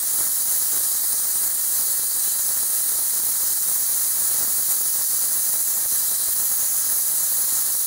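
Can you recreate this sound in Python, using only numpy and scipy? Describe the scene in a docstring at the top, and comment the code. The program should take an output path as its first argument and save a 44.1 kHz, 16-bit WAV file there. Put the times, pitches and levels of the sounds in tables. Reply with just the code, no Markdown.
"""Plasma torch cutting steel plate

A hand plasma torch cuts steadily, heard close up in stereo.
Jet: bright, fluttering hiss; filtered noise with patchy eddies, kerf comb, colour drift and early echoes.
Sputter and crackle: a dull noise rush and random short bumps, different in each ear.
Pops: a few louder bumps at set times, each in one ear.
Shared flutter and surges move hiss, sputter and crackle as the arc flares up or falters."""
import sys
import numpy as np
from scipy import signal
from scipy.fft import rfft, irfft, next_fast_len
from scipy.io import wavfile
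from scipy.ndimage import uniform_filter1d

SR = 44100
rng = np.random.default_rng(int(sys.argv[2]) if len(sys.argv) > 2 else 0)


def bounce(signal):
    """Save signal as a 16-bit WAV file at the path given by the first command-line argument."""
    frames = np.transpose(np.atleast_2d(signal))
    limited = np.clip(frames, -1, 1)
    pcm = np.round(limited * 32767).astype(np.int16)
    wavfile.write(sys.argv[1], SR, pcm)


N = 346626
TIME = np.arange(N) / SR  # s


def gain_of(db):
    """Decibels to amplitude."""
    return 10 ** (np.asarray(db) / 20)


def evened(x):
    """Scales to rms 1 over all channels together."""
    return x / np.sqrt(np.mean(x ** 2) + 1e-20)


def read(points, hz, axis=1):
    """One table column, interpolated linearly over log frequency."""
    columns = np.transpose(points)
    return np.interp(np.log(hz + 1), np.log(columns[0] + 1), columns[axis])


def follow(rows, t):
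    """A (time, value) table, interpolated linearly at times t."""
    return np.interp(t, *np.transpose(rows))


def bell(offset, width):
    """Smooth hump of height 1; width is the full width at half height."""
    return 2 ** -np.minimum((2 * offset / width) ** 2, 50)


def coloured(x, gain):
    """Filters x by a gain given as a function of frequency."""
    size = next_fast_len(N + 4096)
    hz = np.fft.rfftfreq(size, 1 / SR)
    return irfft(rfft(x, size) * gain(hz), size)[..., :N]


def flutter(slow_hz, fast_hz):
    """Random wavering of rms 1, strongest near slow_hz and rolled off above fast_hz."""
    def gain(f):
        return f / (f + slow_hz) ** 1.96 / (1 + (f / fast_hz) ** 2)

    return evened(coloured(rng.standard_normal(N), gain))


def patches(shape, size):
    """Random field of rms 1, smoothed over size = (bins, frames)."""
    field = rng.standard_normal(shape)
    field = uniform_filter1d(field, size=size[0], axis=0)
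    return evened(uniform_filter1d(field, size=size[1], axis=1))


def pair(a, b, likeness):
    """Mixes two unrelated noises into two ears with the given likeness at each frequency."""
    mid = coloured(a, lambda f: np.sqrt((1 + np.clip(likeness(f), -1, 1)) / 2))
    side = coloured(b, lambda f: np.sqrt((1 - np.clip(likeness(f), -1, 1)) / 2))
    return np.array([mid + side, mid - side])


# rush spectrum: (frequency [Hz], relative density [dB per Hz])
SPUTTER_SPECTRUM = [(15, -17), (50, -14), (300, -8), (800, -2), (920, 1), (1000, -4.5), (1100, 1.5),
                    (1380, 2), (1460, -1), (1680, 2.5), (1950, 0), (2300, -7.5), (2700, -25), (4000, -70)]
# rush correlation between ears: (frequency [Hz], likeness [0-1])
SPUTTER_LIKENESS = [(30, 0.4), (400, 0), (900, 0.68), (1500, 0.68), (2000, 1)]


def sputter(gust, surge, level_db=-45.0, gust_db=1.0, surge_share=0.59):
    """Countless tiny bumps merged into a low rush: coloured noise that swells with the arc."""
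    rush = pair(*rng.standard_normal((2, N)), lambda f: read(SPUTTER_LIKENESS, f))
    rush = evened(coloured(rush, lambda f: gain_of(read(SPUTTER_SPECTRUM, f))))
    return rush * gain_of(level_db + gust_db * gust + surge_share * surge)


# spectrum of one bump: (frequency [Hz], relative level [dB])
POP_SPECTRUM = [(10, 0.5), (40, -0.5), (400, 0.5), (900, 0.5), (1400, -3), (2000, -13), (2800, -67),
                (5000, -72)]


def pop_gain(hz):
    """Dull low-pass colour of one bump under a millisecond long."""
    return gain_of(read(POP_SPECTRUM, hz))


def crackle(gust, surge, level_db=-47.5, gust_db=1.5, surge_share=1.2, flurry_db=1.8, right_db=1.6):
    """Sparse random bumps in flurries, each mostly in one ear; they sink when the arc falters."""
    per_s, leak = 200, .15  # bumps per second and ear; share reaching the other ear
    spread_db, largest = 4.6, 2.5  # exponential size scale; cap in units of that scale
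    sizes_db = spread_db * np.minimum(rng.exponential(1, (2, N)), largest)
    sizes = gain_of(sizes_db) * rng.choice([-1, 1], (2, N))
    bumps = sizes * (rng.random((2, N)) < per_s / SR)
    sound = evened(coloured(bumps + leak * bumps[::-1], pop_gain))
    flurries = flutter(slow_hz=8, fast_hz=20)
    ears_db = np.array([[-right_db], [right_db]])  # left down, right up
    arc_db = gust_db * gust + surge_share * surge
    return sound * gain_of(level_db + ears_db + arc_db + flurry_db * flurries)


# loudest pops: (time [s], peak before level_db is added [dB], ear [0 left, 1 right])
LOUD_POPS = [(0.213, -24, 0), (0.269, -22, 1), (0.611, -25, 1), (0.765, -24, 1), (0.952, -24, 1),
             (1.142, -23, 1), (1.811, -25, 1), (1.995, -21, 1), (2.033, -25, 0), (2.493, -23, 1),
             (2.865, -25, 1), (3.239, -24, 0), (3.717, -21, 1), (3.928, -23, 0), (4.222, -23, 1),
             (4.349, -25, 1), (4.405, -21, 1), (4.427, -20, 0), (5.014, -23, 1), (5.54, -21, 1),
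             (5.86, -24, 1), (6.285, -23.5, 1), (6.746, -23, 1), (7.751, -21, 0)]


def pops(level_db=1.0):
    """The few large bumps, each a push or a pull in one ear."""
    kicks = np.zeros((2, N))
    for s, peak_db, ear in LOUD_POPS:
        kicks[int(ear > .5), round(s * SR)] = gain_of(peak_db + level_db) * rng.choice([-1, 1])
    return coloured(kicks, lambda f: pop_gain(f) / pop_gain(f).mean())  # unit-peak bump


def reflections(x, echo_db=-11, fade_s=0.0086, count=60):
    """Glove, plate and bench return early echoes that comb the hiss, changing as the torch travels."""
    stations_s = np.linspace(0, TIME[-1], num=14)
    out = x.copy()
    for row in np.eye(len(stations_s)):
        path = np.zeros(SR // 40)
        at = rng.integers(SR // 500, len(path), count)  # delays of 2 to 25 ms
        path[at] = rng.choice([-1, 1], count) * np.exp(-at / SR / fade_s)
        path /= np.linalg.norm(path)
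        share = np.interp(TIME, stations_s, row)  # crossfade between stations
        near = np.flatnonzero(share)
        echo = signal.oaconvolve(x[:, near], path[None])[:, :len(near)]
        out[:, near] += gain_of(echo_db) * np.sqrt(share[near]) * echo
    return out


# kerf comb ripple: (time [s], signed ripple [dB])
KERF_RIPPLE = [(0, -0.1), (.65, 0.5), (1.05, -1), (1.5, -0.8), (1.8, 0), (2.15, -1.8), (2.55, 0.5),
               (2.75, -.5), (4.1, -.1), (4.8, 0.6), (5.25, 0.5), (5.6, 1.2), (5.95, 0), (6.22, -2),
               (6.42, 1), (6.75, 2), (7.05, .2), (7.86, 0.4)]
# hiss bands drifting as the torch travels: (centre [Hz], width [Hz], rate [dB per s])
BAND_DRIFT = [(5300, 800, 0), (9500, 860, -0.2), (11400, 1100, 0.17), (13500, 1000, -.08)]
RIPPLE_HZ = 4370  # comb tooth spacing


def kerf_db(hz, t):
    """Kerf colour over frequency and time: a comb of varying depth plus a steady drift."""
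    comb = -np.outer(np.cos(2 * np.pi * hz / RIPPLE_HZ), follow(KERF_RIPPLE, t))
    db_per_s = sum(rate * bell(hz - f, width) for f, width, rate in BAND_DRIFT)
    return comb + np.outer(db_per_s, t - t.mean())


# broad jet spectrum: (frequency [Hz], relative density [dB per Hz])
JET_SPECTRUM = [(1500, -34), (2550, -30.6), (3450, -24.5), (4050, -13), (5400, -14.5), (6400, -8.2),
                (8200, -6.9), (9200, -3), (10800, -2.4), (11800, -1.4), (12700, -2.8), (13500, -7.2),
                (14300, -7), (15600, .2)]
# peaks and notches from torch, plate and nearby surfaces: (centre [Hz], width [Hz], height [dB])
JET_RESONANCES = [(2821, 60, 3), (3030, 104, 3.2), (3230, 75, 5), (3389, 55, 2.3), (4797, 133, 2.3),
                  (5614, 111, -3.5), (5820, 99, 3.2), (6477, 169, 2.5), (7035, 120, 4.7), (7192, 60, -2.9),
                  (8995, 80, 2), (9512, 114, 3.2)]
# two microphone ports: (frequency [Hz], likeness [0-1], left lead [rad], left minus right [dB])
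MIC_PORTS = [(3000, .992, 0, 0), (6500, .997, 0, 0), (8300, .975, -.06, 0), (9700, .94, -.27, -1.4),
             (11300, .85, .14, -4.5), (12100, .7, 1.25, -4.1), (12900, .72, 2, 2.2), (13500, .4, 3.3, 3.5),
             (14100, .25, -.7, 1), (14600, .8, -.3, 0), (15400, .985, 0, 0)]


def jet_colour(hz):
    """Broad jet spectrum with its narrow resonances, as each port receives it."""
    db = read(JET_SPECTRUM, hz)
    db = db + sum(height * bell(hz - f, width) for f, width, height in JET_RESONANCES)
    # half the level and phase difference goes to each port, total power kept
    half = gain_of(read(MIC_PORTS, hz, axis=3) / 2) * np.exp(.5j * read(MIC_PORTS, hz, axis=2))
    ports = np.array([half, 1 / half]) / np.sqrt((abs(half) ** 2 + abs(half) ** -2) / 2)
    return gain_of(db) * ports


# slow jet force: (time [s], level offset [dB])
JET_FORCE = [(0.0, -0.7), (0.88, 0.3), (0.96, -0.5), (1.44, -0.5), (1.52, -1.1), (1.76, 0.5), (2.0, -0.8),
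             (2.24, 0.0), (3.28, -0.4), (3.52, 0.16), (5.44, 0.05), (5.52, -0.3), (6.56, 0.15),
             (7.86, -0.05)]
JET_DB = -17  # base rms level


def jet(gust, surge, patchy_db=0.89, wander_db=0.38, gust_db=0.54, surge_share=0.23):
    """Turbulent hiss: eddies light up patches of the spectrum while its colour wanders."""
    hz, t, z = signal.stft(rng.standard_normal((2, N)), SR, nperseg=512, noverlap=384)
    eddies_db = patchy_db * patches(z.shape[1:], size=(12, 16))
    wandering_db = wander_db * patches(z.shape[1:], size=(14, 110))
    shaped = z * gain_of(kerf_db(hz, t) + eddies_db + wandering_db)
    noise = signal.istft(shaped, nperseg=512, noverlap=384)[1][:, :N]
    hiss = coloured(pair(*noise, lambda f: read(MIC_PORTS, f)), jet_colour)
    level_db = JET_DB + follow(JET_FORCE, TIME) + gust_db * gust + surge_share * surge
    return evened(reflections(hiss)) * gain_of(level_db)


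# arc flares (+) and falters (-), scaled by each layer's surge_share:
# (time [s], length at half height [s], change [dB])
ARC_SURGES = [(0.233, 0.074, 5.5), (0.32, 0.06, -4), (0.427, 0.067, -3.5), (0.53, 0.06, 5),
              (0.77, 0.034, 4), (1.448, 0.054, 1.5), (1.653, 0.06, -4), (1.787, 0.058, 2),
              (2.004, 0.034, -2), (2.098, 0.081, -3.5), (2.644, 0.052, -4), (3.608, 0.048, -5),
              (3.71, 0.036, 2), (4.387, 0.36, 2.5), (4.646, 0.044, -7), (4.713, 0.042, 7),
              (4.893, 0.068, -3), (5.01, 0.04, 3.5), (5.063, 0.04, -8.5), (5.54, 0.035, 3),
              (5.647, 0.033, -6.5), (5.892, 0.032, -7.5), (5.962, 0.04, 3.5), (6.166, 0.043, -4),
              (6.9, 0.026, 3.0), (7.035, 0.032, -5), (7.562, 0.11, 3.5), (7.81, 0.09, -5.5)]


def scene():
    """One unsteadiness of the arc, quick flutter plus surges, shakes hiss, sputter and crackle alike."""
    gust = flutter(slow_hz=6.8, fast_hz=90)
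    surge = sum(db * bell(TIME - s, length_s) for s, length_s, db in ARC_SURGES)
    return jet(gust, surge) + sputter(gust, surge) + crackle(gust, surge) + pops()


EDGE_HZ = 15740


def record(dry):
    """Steep linear-phase low-pass at EDGE_HZ: the microphones' band limit."""
    low_pass = signal.firwin(1023, EDGE_HZ, window=("kaiser", 9), fs=SR)
    return signal.oaconvolve(dry, low_pass[None], "same")


dry = scene()
out = record(dry)
bounce(out)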